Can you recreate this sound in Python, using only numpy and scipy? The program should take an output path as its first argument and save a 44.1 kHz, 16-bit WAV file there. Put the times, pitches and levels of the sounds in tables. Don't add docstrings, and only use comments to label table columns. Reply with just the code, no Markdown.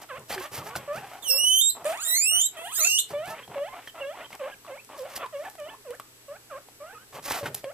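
import sys
import numpy as np
from scipy import signal
from scipy.fft import rfft, irfft, next_fast_len
from scipy.io import wavfile
from scipy.ndimage import uniform_filter1d, minimum_filter1d, map_coordinates

SR = 44100
rng = np.random.default_rng(int(sys.argv[2]) if len(sys.argv) > 2 else 0)


def amplitude_ratio(level_db):
    exponent = np.asarray(level_db, float) / 20
    return 10 ** exponent


def wav_out(sig):
    wavfile.write(sys.argv[1], SR, np.round(np.clip(np.atleast_2d(sig).T, -1, 1) * 32767).astype(np.int16))


N = 340893
TOP_HZ = 14250

# time in seconds, pitch in Hz, level in dB, mouth tilt in dB per octave.
WHEEKS = [
    [(1.222, 3500, -46.5, -11), (1.26, 3027, -38, -4.5), (1.31, 2684, -18, -0.5), (1.37, 2693, -27.5, -2),
     (1.4, 2866, -24, -6), (1.54, 3073, -13.5, -7.5), (1.61, 3165, -18.5, -3), (1.69, 3273, -20.5, 6.5),
     (1.712, 3530, -27.5, 17)],
    [(1.85, 572.6, -26.5, -6.5), (1.92, 673, -33.5, -7.5), (1.97, 1055, -45, -5), (2.045, 1698, -31.5, 3),
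     (2.138, 1827, -23.5, -1.5), (2.3, 2612, -22.5, -5.5), (2.413, 2900, -21.5, -4), (2.468, 3260, -25, 14),
     (2.485, 3250, -58, -8)],
    [(2.565, 629, -42.5, -2), (2.65, 698, -40, -4.5), (2.71, 1066, -45.5, -4), (2.75, 1595, -32, 5),
     (2.842, 2314, -19.5, -1.5), (2.87, 2415, -24.5, -7), (2.986, 2635, -23, -7), (3.001, 3290, -22.5, 4),
     (3.035, 3270, -58, 0)],
]
# time in seconds, pitch ratio, sideband share just after.
FLIPS = [
    (1.6097, 1.145, 0.0088),
    (1.709, 1.2, .01),
    (2.047, 1.08, .01),
    (2.41, 1.107, 0.021),
    (2.844, 1.11, 0.96),
    (2.984, 1.13, 0.033),
]
WHEEK_BREATH = [
    (0.016, 0.016),
    (0.035, 0.0089),
    (.02, 0.033),
]
# centre in Hz, width in Hz, boost in dB, dip in dB.
MOUTH_RING = [
    (5140, 390, 13, 14),
    (6860, 400, 16.5, -1),
    (6310, 940, 12, -8.5),
]
ROUGHNESS = [
    [.9, .12, 0.027, 0.015, 0.0017, 0.0056, 0.0053, 0.014, 0.06],
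    [0.14, .03, 0.23, .2, 0.02, 0.015, 0.02, .02, 0.045],
    [.16, .16, .2, 0.07, .02, 0.02, 0.02, .04, .06],
]
# left minus right in dB, left lag in seconds.
FACING = [
    (-7.5,0.000055),
    (-5,0.00011),
    (-5,0.000091),
]
# frequency in Hz, gain in dB.
THROAT = [(400,18.5),(1000,-5),(1700,1.5),(2300,-3),(3000,0.5),(4200,7),(5600,-5),(7500,9),(9500,5),(11500,-7),(13500,9.5),(15000,8)]
# frequency in Hz, density in dB per Hz.
BREATH_COLOUR = [(1500, -12.5), (2300, -9.5), (3500, 8.5), (4300, 5), (5000, -11), (5700, -22), (6500, 7),
                 (8000, 11), (9500, 12), (11500, 1.5), (13500, 7.5)]
# frequency in Hz, gain in dB.
SIDEBAND_COLOUR = [(3000, 5), (4200, -3), (5200, -4), (6300, 4.5), (7300, 1), (8500, -11), (10000, -10),
                   (14000, -4)]

# start in seconds, delay to lowest pitch in seconds, length in seconds,
# lowest pitch in Hz, level in dB.
SQUEAKS = [
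    (3.129, 0.015, 0.17, 576, -30.5),
    (3.554, 0.024, 0.14, 554, -30),
    (4.002, 0.031, 0.16, 541.6, -32),
    (5.323, 0.039, 0.14, 554.4, -34),
    (5.578, 0.037, 0.13, 586, -38.5),
    (6.28, 0.02, 0.093, 550, -40),
    (6.497, 0.051, 0.097, 526.4, -38),
    (6.8, 0.0093, 0.15, 566, -41),
    (6.944, 0.0235, 0.045, 1235, -46),
]
HUMS = [
    (4.391, 0.045, 0.11, 519.5, -31.5),
    (4.673, 0.049, 0.11, 518, -37.5),
    (4.973, 0.048, 0.11, 505.6, -34.5),
    (5.846, 0.053, .11, 479.5, -37),
    (7.632, 0.036, 0.091, 530, -35),
]
YELPS = [
    (0.086, 0.051, 0.1, 504.3, -40),
    (0.875, 0.017, 0.12, 570, -32.5),
    (2.777, .044, .105, 618, -39),
]
# second overtone in dB, tilt above it in dB per octave,
# slow rise over the hold in octaves.
VOICING = [(-51.5, 3, .15), (-55, 4, 0.029), (-55, 4, .02), (-55.5, 0.5, 0.145), (-54, -1, -0.057),
           (-53.5, -12, .33), (-48.5, -12.5, .1), (-54, -11, .55), (-54, -12, .05), (-51, -3, 0.074),
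           (-58, 0.5, 0.146), (-58.5, -2, 0.123), (-59, -2.5, 0.145), (-56.5, -1, .1), (-46, -2, 0.16),
           (-43.5, -10, 0.117), (-41.5, -2, 0.126)]
CLIMBS_OCT = [.62, .78, 0.97, 0.55, 0.66, 0.34, 0.56, 0.192, .25, 0.93, 1, 0.74, .7, 0.6, 0.497, 0.68,
              0.445]
# start in seconds, length in seconds, first pitch in Hz,
# last pitch in Hz, level in dB.
CHIRPS = [(0.36, 0.052, 396, 360, -37), (0.589, 0.041, 1400, 1140, -45), (1.294, 0.086, 506, 560, -38.5),
          (7.41, 0.037, 584, 540, -38.5), (2.872, 0.063, 3700, 4150, -49), (5.2, 0.029, 3250, 3520, -51),
          (5.197, .05, 2680, 2480, -51), (6.93, .022, 473, 460, -53), (3.3, 0.054, 636, 640, -44),
          (3.303, 0.044, 1304, 1305, -43), (3.432, 0.016, 3150, 3300, -46.5),
          (3.874, 0.027, 3240, 3050, -44.5), (4.246, 0.015, 3100, 3160, -45),
          (4.775, .032, 2100, 2660, -49.5), (5.925, 0.03, 1150, 1830, -49.5),
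          (3.34, 0.025, 1900, 2500, -50), (5.245, 0.023, 1046, 990, -37.5),
          (4.52, 0.022, 1650, 1607, -45.5), (5.221, 0.044, 1292, 950, -40.5),
          (5.734, 0.017, 800, 1140, -43.5), (5.772, 0.041, 450, 400, -62),
          (4.506, .021, 2050, 3240, -53),
    (4.531, .017, 3240, 2250, -51),
    (.657, .035, 780, 950, -45),
    (.7, .04, 1090, 1170, -45),
]
MOAN = [
    (2.52, .18, 385, 400, -67),
    (2.77, .13, 390, 420, -60),
    (2.92, .2, 415, 450, -67),
]
BREAKS = [(0.405, 0.06, 513.5, 620, -46), (.656, 0.16, 398, 570, -52.5), (2.316, 0.086, 633, 738, -50),
          (3.269, 0.078, 848, 918, -45.5), (3.39, 0.039, 547, 472, -54.5), (3.686, 0.061, 1028, 1046, -48),
          (3.73, 0.035, 1085, 1246, -49), (3.978, 0.029, 680, 680, -48), (5.191, .055, 647, 706, -48),
          (6.99, 0.056, 1436, 1620, -60), (4.192, 0.049, 516, 769, -48), (5.452, 0.017, 867, 867, -44),
          (5.7, 0.041, 883, 874, -50.5)]
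# frequency in Hz, gain in dB.
MOUTH = [(300,-24),(550,0.5),(1200,3),(2000,-4.5),(3000,-5),(3700,-19.5),(5000,-34),(9000,-47)]

# start in seconds, end in seconds, level in dB.
HOARSE = [(0.296,0.367,-46.5),(0.363,0.487,-50.5),(0.513,0.65,-48.5),(0.648,0.746,-55),(0.946,1.208,-55),(1.208,1.463,-58),(1.747,1.837,-51.5),(1.834,1.97,-50.5),(2.045,2.191,-58),(2.306,2.423,-60.5),(2.527,2.636,-58),(3.1,3.156,-52.5),(3.257,3.356,-53),(3.336,3.42,-58.5),(3.496,3.604,-49),(3.722,3.81,-53.5),(3.941,4.04,-52.5),(4.15,4.268,-51.5),(4.317,4.363,-52),(4.398,4.521,-54.5),(4.67,4.728,-52.5),(4.896,4.977,-50.5),(5.024,5.17,-56.5),(5.185,5.264,-49.5),(5.431,5.493,-50),(5.66,5.758,-58),(7.125,7.202,-52.5),(7.253,7.406,-45.5),(7.438,7.491,-45),(3.35,3.455,-69),(3.748,3.881,-64.5),(0.0,0.059,-58.5),(.77,.885,-58),(0.175,0.241,-61)]
HOARSE_UPPER_DB = [-2.5, -1.5, -6.5, -1.5, -4.5, -4.5, -14.5, -2, -1, 2, -1, -8, -15, -2, -9, -11, -8, -4,
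                   -4, -2.5, -11, -9.5, -2.5, -3.5, -6, -23, -5.5, -2.5, -1.5, 8.5, 4.5, -4.5, -2.5, -10]
# frequency in Hz, density in dB per Hz.
LOW_RASP = [(150, -36), (250, -1.5), (673, -1), (822, 6), (1150, 2.5), (1500, -15.5), (2100, -33),
            (4000, -120)]
# frequency in Hz, density in dB per Hz.
UPPER_RASP = [(600, -120), (1200, -14.5), (1700, -6.5), (2400, -7.5), (3100, -9.5), (3650, -16),
              (5000, -32), (6500, -48), (11000, -120)]

# time in seconds, peak in dB, bright part in dB, hollow pitch in Hz.
KNOCKS = [(0.021, -41, -46, 740), (0.305, -27, -52, 700), (0.314, -31.5, -60, 2000),
          (0.327, -33, -55, 4430), (0.337, -31.5, -55, 4900), (0.347, -36, -55, 4250),
          (0.379, -27.5, -55, 1690), (0.384, -37, -60, 1550), (0.754, -24.5, -43, 1460),
          (0.76, -26, -27.5, 734), (3.105, -71, -48, 600), (3.478, -40, -85, 780), (3.874, -33, -67, 1800),
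          (4.305, -40, -55, 865), (4.329, -34.5, -48, 2160), (4.655, -47, -62, 1120),
          (4.665, -43, -60, 1150), (4.891, -43, -60, 1030), (5.553, -41.5, -46, 710),
          (4.648, -42, -67, 1130), (5.051, -39, -57, 627), (5.176, -32.5, -46, 730), (5.261, -35, -48, 965),
          (5.906, -37.5, -36, 550), (5.998, -31.5, -33.5, 1174), (6.686, -44, -80, 800),
          (7.309, -20.5, -52, 890), (7.431, -31, -58, 550), (7.458, -25.5, -48, 1490),
          (7.545, -38.5, -21.5, 800), (7.567, -45, -50, 790), (7.642, -29, -63, 640)]
# time in seconds, peak in dB.
THUMPS = [(0.18, -48.5), (0.309, -64), (0.514, -48), (0.579, -43), (0.647, -63), (0.756, -43.5),
          (0.951, -45), (1.821, -52), (3.103, -44), (3.275, -47), (3.482, -47), (3.598, -79),
          (7.141, -48.5), (7.299, -52), (7.427, -36.5), (7.469, -84)]
# frequency in Hz, density in dB per Hz.
TRAY = [(41, -41), (70, -3), (130, 7), (298, -6.5), (404, 2), (500, -1.5), (650, 0.5), (1100, -120)]
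# start in seconds, end in seconds, level in dB.
SCUFFLES = [(.012,.04,-43),(.28,.37,-36.5),(.37,.48,-42.5),(.51,.62,-38),(.62,.72,-45.5),(.745,.79,-37),(.92,1.02,-45),(1.0,1.22,-53.5),(1.835,1.96,-42),(3.08,3.14,-46),(3.24,3.35,-44),(3.84,3.92,-51.5),(4.29,4.36,-51.5),(4.95,5.05,-48.5),(5.08,5.16,-47.5),(5.15,5.182,-33.5),(5.3,5.6,-55),(7.12,7.2,-46),(7.22,7.43,-33.5),(7.43,7.5,-42),(7.53,7.62,-47)]
# frequency in Hz, density in dB per Hz.
SHAVINGS = [(700,-12),(1500,-8),(3500,-9),(5000,-7),(9000,-10.5),(11500,-7.5),(13500,0),(14600,-33),(15000,-60)]
# time in seconds, peak in dB.
SNAPS = [(0.195, -36), (0.2887, -43), (0.5207, -38), (0.9313, -34), (1.8447, -26), (1.9734, -25),
         (3.257, -27), (3.31, -39), (4.351, -28.5), (4.847, -34), (5.178, -28), (5.4081, -42),
         (5.4989, -30.5), (5.6002, -33), (5.9504, -36), (7.1596, -44), (7.247, -43), (7.4635, -37),
         (7.548, -11.5)]

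# frequency in Hz, density in dB per Hz.
ROOM_AIR = [(12, -46), (20, -12.5), (118, -13), (156, -15), (321, -8.5), (369, -15.5), (412, -7.5),
            (591, -14.5), (7810, -17.5), (14000, -17), (15200, -26)]
# frequency in Hz, left-right likeness.
AIR_ALIKE = [(60, 0.64), (240, 0.58), (950, 0.28), (3760, -0.32), (15000, -0.01)]
# frequency in Hz, level in dB, wander in Hz.
APPLIANCES = [
    (120,-67,0.79),
    (386,-74,7.1),
    (7870,-66,15.6),
]
# frequency in Hz, time to fall 60 dB in seconds.
CAGE_DECAY = [(300,0.12),(1500,0.29),(5000,0.16),(12000,0.16)]
# frequency in Hz, left-right likeness.
WALLS_ALIKE = [(300,0.74),(1200,0.51),(3000,0.037),(8000,0.28)]

FLIP_S, SETTLE_S, UNEVEN = 0.0029, 0.065, 0.0055
CURL, CURL_S = 0.0757, 0.0059
CRACK, CRACK_S, CATCH_DB = 0.35, 0.005, 4
SLACK_BREATH, SLACK_HZ = 0.3, 1400
STEP_SHARE, STEP_RATE = 0.025, 60
SHIMMER_DB, SHIMMER_PER_AIR_DB = 2.2, 6
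DIP_HZ, DIP_WIDTH_HZ = 4780, 620
SETTLE_OCT_PER_S2, CLIMB_POWER = 220, 2.8
NOSE_OCT, STRAIN_DB = 0.22, -12.5
OPENING_DB_PER_OCT, ONSET_DB, ONSET_S = 3, -6, 0.0083
TILT, CHIRP_OVERTONES_DB, BREAK_OVERTONES_DB, CHIRP_SWELL = -3.5, -17, 1.5, 0.048
STRAIN_JITTER = 0.018
LEAK, SOFT_SHIMMER_DB = 0.4, 3.8
VOICE_WET_DB, FLOOR_WET_DB = -10, -12


def wheeks():
    out, breath = np.zeros((2, N)), noise(BREATH_COLOUR)
    calls = zip(WHEEKS, WHEEK_BREATH, MOUTH_RING, ROUGHNESS, FACING)
    for rows, leak, ring, strain, (pan_db, lag_s) in calls:
        voice, sidebands = wheek(rows, leak, ring, strain, breath)
        call = voice + filtered(sidebands, lambda hz: amplitude_ratio(along(SIDEBAND_COLOUR, hz)))
        out += placed(call, pan_db, lag_s, wet_db=-6.5)
    return out


def wheek(rows, leak, ring, strain, breath):
    s, *cols = np.transpose(rows)
    t = np.arange(s[0], s[-1], 1 / SR)
    hz, db, tilt = (np.interp(t, s, c) for c in cols)
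    steady, per_glide = leak
    glide = uniform_filter1d(np.abs(np.gradient(np.log2(hz))) * SR, size=1800)
    air = np.abs(steady + per_glide * glide)
    hz = uniform_filter1d(hz, size=700, mode="nearest")

    voiced, uneven, catch = gate(t), UNEVEN, 0
    for at, ratio, share in FLIPS:
        if not s[0] < at < s[-1]:
            continue
        u = t - at
        hz = hz * np.where(u > 0, ratio, 1 + CURL * np.exp(-np.abs(u) / CURL_S))
        voiced = voiced * np.clip(np.abs(u) / FLIP_S, 0, 1)
        uneven = uneven + share * (u > 0) * np.exp(-np.abs(u) / SETTLE_S)
        if ratio > 1.1:
            catch = catch + np.exp(-((u - CRACK_S) / CRACK_S) ** 2)

    rough = np.interp(t, s, np.abs(strain))
    hz = hz * (1 + STEP_SHARE * np.sqrt(rough) * wobble(STEP_RATE, size=len(t)))
    slack = SLACK_BREATH / 2 * np.clip(1 - hz / SLACK_HZ, 0, 1)
    air = air + rough + 0.067 * uneven + slack
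    turn, gain, wave = overtones(hz, np.minimum(tilt, 7), THROAT, jitter=0.0027 + 0.024 * air,
                                 shimmer_db=SHIMMER_DB + SHIMMER_PER_AIR_DB * air)

    partials = np.arange(1, len(gain) + 1)[:, None] * hz
    ring_hz, width_hz, ring_db, dip_db = ring
    boost = ring_db * np.exp(-((partials - ring_hz) / width_hz) ** 2)
    dip = dip_db * np.exp(-((partials - DIP_HZ) / DIP_WIDTH_HZ) ** 2)
    opening = np.clip((hz - 1250) / 650, 0.05, 1)
    gain *= amplitude_ratio(boost + dip) * np.where(partials > 3600, opening, 1)
    gain /= np.sqrt(np.sum(gain ** 2, axis=0))

    upper = np.sum(gain[1:] * wave[1:], axis=0) / np.sqrt(1 + (3 * uneven) ** 2)
    third = np.cos(turn / 3 + 0.88 * wobble(200, size=len(hz)))
    beat = 6.0 * uneven * amplitude_ratio(4.8 * wobble(90.4, size=len(hz))) * third
    air, db = air + CRACK * catch, db + CATCH_DB * catch

    start = round(s[0] * SR)
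    voice, sidebands = np.zeros(N), np.zeros(N)
    sound = gain[0] * wave[0] + upper + air * breath[start:start + len(t)]
    add(voice, start, voiced * amplitude_ratio(db + 2.0) * sound)
    add(sidebands, start, voiced * amplitude_ratio(db) * upper * beat)
    return voice, sidebands


def squeaks():
    calls = []
    for (s, *row), (mouth_db, tilt, creep), climb in zip(SQUEAKS + HUMS + YELPS, VOICING, CLIMBS_OCT):
        calls.append((s, tilt, *squeak_shape(*row, mouth_db, creep, climb)))
    for s, *row in CHIRPS + MOAN:
        calls.append((s, TILT, *chirp_shape(*row, CHIRP_OVERTONES_DB + TILT)))
    for s, *row in BREAKS:
        calls.append((s, TILT, *chirp_shape(*row, BREAK_OVERTONES_DB + TILT)))

    out, breath = np.zeros(N), noise(MOUTH)
    for s, tilt, hz, nose, mouth in calls:
        start = round(s * SR)
        jitter = 0.0075 + STRAIN_JITTER * np.log2(hz / hz.min())
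        turn, gain, wave = overtones(hz, tilt, MOUTH, jitter, SOFT_SHIMMER_DB)
        leak = LEAK * (1 + np.cos(turn)) * np.roll(breath, -start)[:len(hz)]
        fundamental = gain[0] * wave[0] / amplitude_ratio(along(MOUTH, hz))
        stack = amplitude_ratio(-tilt) * np.sum(gain[1:] * wave[1:], axis=0)
        add(out, start, nose * fundamental + mouth * (stack + leak))
    return out


def squeak_shape(low_s, length, low_hz, db, mouth_db, creep, climb_oct):
    t = np.arange(0, length, 1 / SR)
    held = np.clip((t - low_s) / (length - low_s), 0, 1)
    climb = held ** CLIMB_POWER
    over = np.where(t < low_s, SETTLE_OCT_PER_S2 * (t - low_s) ** 2, creep * held + climb_oct * climb)
    size = gate(t) * amplitude_ratio(ONSET_DB * np.exp(-t / ONSET_S) - 2.5 * climb ** 4)
    nose = size * amplitude_ratio(db + STRAIN_DB * np.tanh(over / NOSE_OCT) ** 2)
    mouth = size * amplitude_ratio(mouth_db + OPENING_DB_PER_OCT * over)
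    return low_hz * 2 ** over, nose, mouth


def chirp_shape(length, first_hz, last_hz, db, overtones_db):
    u = np.linspace(0, 1, round(length * SR))
    size = amplitude_ratio(db) * np.sin(np.pi * u).clip(0) ** CHIRP_SWELL
    return first_hz + (last_hz - first_hz) * u, size, size * amplitude_ratio(overtones_db)


def overtones(hz, tilt, tract, jitter, shimmer_db):
    hz = hz * (1 + jitter * wobble(154.6, size=len(hz)))
    turn = 2 * np.pi * np.cumsum(hz) / SR
    k = np.arange(1, 16)[:, None]
    flutter = np.array([wobble(45.76, size=len(hz)) for _ in k])
    shimmer = shimmer_db * flutter * np.minimum(k / 3, 1.3)
    gain = amplitude_ratio(along(tract, k * hz) + tilt * np.log2(k) + shimmer) * (k * hz < TOP_HZ)
    return turn, gain, np.sqrt(2) * np.sin(k * turn + rng.uniform(0, 2 * np.pi, k.shape))


def gate(t, soft_s=0.005):
    return np.clip(np.minimum(t - t[0], t[-1] - t) / soft_s, 0, 1)


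def hoarse():
    hz = 640 * (1 + 0.12 * wobble(14) + 0.07 * wobble(200))
    puff = unit(np.exp(3 * np.cos(2 * np.pi * np.cumsum(hz) / SR)))
    tone = 0.35 * amplitude_ratio(2.5 * wobble(30)) * (puff - puff.mean())
    source = (tone + puff * rng.standard_normal(N)) * amplitude_ratio(2.2 * wobble(110))
    low = unit(filtered(source, lambda hz: amplitude_ratio(along(LOW_RASP, hz))))
    upper = unit(filtered(source, lambda hz: amplitude_ratio(along(UPPER_RASP, hz))))
    brighter = [(s, end, db + upper_db) for (s, end, db), upper_db in zip(HOARSE, HOARSE_UPPER_DB)]
    return amplitude_ratio(7.5) * (level(HOARSE, sharpness=0.27) * low + level(brighter, sharpness=0.46) * upper)


def knocks():
    out, t = np.zeros(N), np.arange(SR // 16) / SR
    rise = 1 - np.exp(-t / 0.00032)
    for s, db, bright_db, hz in KNOCKS:
        grit = rng.standard_normal((2, len(t)))
        ring = np.sin(2 * np.pi * hz * t) * amplitude_ratio(-60 * t / 0.015)
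        thud = 0.65 * uniform_filter1d(grit[0], size=7) * amplitude_ratio(-60 * t / 0.041)
        snap = np.diff(grit[1], prepend=0) * amplitude_ratio(-60 * t / 0.0093)
        add(out, round(s * SR), rise * (amplitude_ratio(db + 6.0) * (ring + thud) + amplitude_ratio(bright_db + 3.5) * snap))
    return out


def steps():
    gain, t = np.zeros(N), np.arange(SR // 3) / SR
    for s, db in THUMPS:
        add(gain, round(s * SR), amplitude_ratio(db + 1.0 - 60 * t / 0.45) * (1 - np.exp(-t / 0.00082)))
    return gain * noise(TRAY)


def rustle():
    sizes = 1 + 2 * (rng.random(N) < 0.03)
    cracks = rng.standard_normal(N) * sizes * amplitude_ratio(2.5 * wobble(150))
    return level(SCUFFLES, sharpness=0.94) * unit(filtered(cracks, lambda hz: amplitude_ratio(along(SHAVINGS, hz))))


def snaps():
    out, t = np.zeros(N), np.arange(SR // 40) / SR
    for s, db in SNAPS:
        crack = np.diff(rng.standard_normal(len(t)), prepend=0)
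        add(out, round(s * SR), amplitude_ratio(db - 60 * t / 0.009) * (1 - np.exp(-t / 0.00046)) * crack)
    return out


def room():
    out = amplitude_ratio(-54) * pair(np.array([noise(ROOM_AIR), noise(ROOM_AIR)]), AIR_ALIKE)
    for hz, db, wander in APPLIANCES:
        turn = 2 * np.pi * np.cumsum(hz + wander * wobble(38)) / SR
        out = out + amplitude_ratio(db + 0.7 * wobble(4.14)) * np.sin(turn)
    return out


def placed(x, pan_db, lag_s, wet_db):
    side = np.array([[1], [-1]]) / 2
    direct = filtered(x, lambda hz: amplitude_ratio(side * pan_db * np.sqrt(hz / 5000))
                      * np.exp(-2j * np.pi * hz * side * lag_s))
    hz, t, z = signal.stft(rng.standard_normal((2, SR // 4)), SR, nperseg=256)
    tail = signal.istft(z * amplitude_ratio(-60 * t / along(CAGE_DECAY, hz)[:, None]), SR, nperseg=256)[1]
    late = np.pad(x, (120, 0))[None]
    echo = signal.fftconvolve(late, tail / np.linalg.norm(tail[0]), axes=1)[:, :N]
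    return direct + amplitude_ratio(wet_db) * pair(echo, WALLS_ALIKE)


def pair(x, alike):
    def blend(hz):
        turn = np.arccos(np.clip(along(alike, hz), -1, 1)) / 2
        return np.array([np.cos(turn), np.sin(turn)])
    mid, side = filtered(x, blend)
    return np.array([mid + side, mid - side])


def unit(x):
    return x / np.sqrt(np.mean(x ** 2) + 1e-20)


def along(points, hz):
    f, v = np.transpose(points)
    return np.interp(np.log(hz + 1), np.log(f + 1), v)


def wobble(rate, size=N):
    knots = rng.standard_normal(int(size * rate / SR) + 4)
    return map_coordinates(knots, [np.arange(size) * rate / SR])


def add(track, start, x):
    track[start:start + len(x)] += x[:N - start]


def filtered(x, response):
    m = next_fast_len(N + 8192)
    return irfft(rfft(x, m) * response(np.fft.rfftfreq(m, 1 / SR)), m)[..., :N]


def noise(spectrum):
    return unit(filtered(rng.standard_normal(N), lambda hz: amplitude_ratio(along(spectrum, hz))))


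def level(bursts, sharpness):
    gain = np.zeros(N)
    for start, end, db in bursts:
        arch = np.sin(np.linspace(0, np.pi, round((end - start) * SR))).clip(0)
        add(gain, round(start * SR), amplitude_ratio(db) * arch ** sharpness)
    return gain


def scene():
    soft = placed(squeaks(), pan_db=-6.0, lag_s=4e-5, wet_db=VOICE_WET_DB)
    near = placed(hoarse() + knocks() + steps(), pan_db=0.0, lag_s=2e-5, wet_db=FLOOR_WET_DB)
    near = filtered(near, lambda hz: 1 / (1 + (72 / (hz + 1)) ** 8))
    bedding = placed(rustle() + snaps(), pan_db=-1.3, lag_s=3e-5, wet_db=FLOOR_WET_DB)
    return wheeks() + soft + near + bedding + room()


def masked(x, depth_db):
    hz, _, z = signal.stft(x, SR, nperseg=1024)
    high = (hz > 2300)[:, None]
    power = np.mean(np.abs(z) ** 2, axis=0) * high
    band = np.add.reduceat(power, np.arange(0, len(hz), 12)) / 12
    band = np.repeat(band, 12, axis=0)[:len(hz)]
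    tone = -minimum_filter1d(-band, size=100, axis=0)
    weak = high & (band < tone * amplitude_ratio(2 * depth_db))
    return signal.istft(z * ~weak, SR, nperseg=1024)[1][:, :N]


def band_limit(x):
    return signal.sosfilt(signal.butter(12, 15560, fs=SR, output="sos"), x)


def record(dry):
    loudness = np.sqrt(np.abs(uniform_filter1d(np.mean(dry ** 2, axis=0), size=2000)))
    ducked = dry / (1 + (loudness / amplitude_ratio(-14)) ** 2) ** 0.78
    mix = masked(ducked, depth_db=-33.5)
    mix = filtered(mix, lambda hz: amplitude_ratio(-62 * np.clip((hz - TOP_HZ) / 250, 0, 1)))
    return band_limit(mix)


dry = scene()
out = record(dry)
wav_out(out)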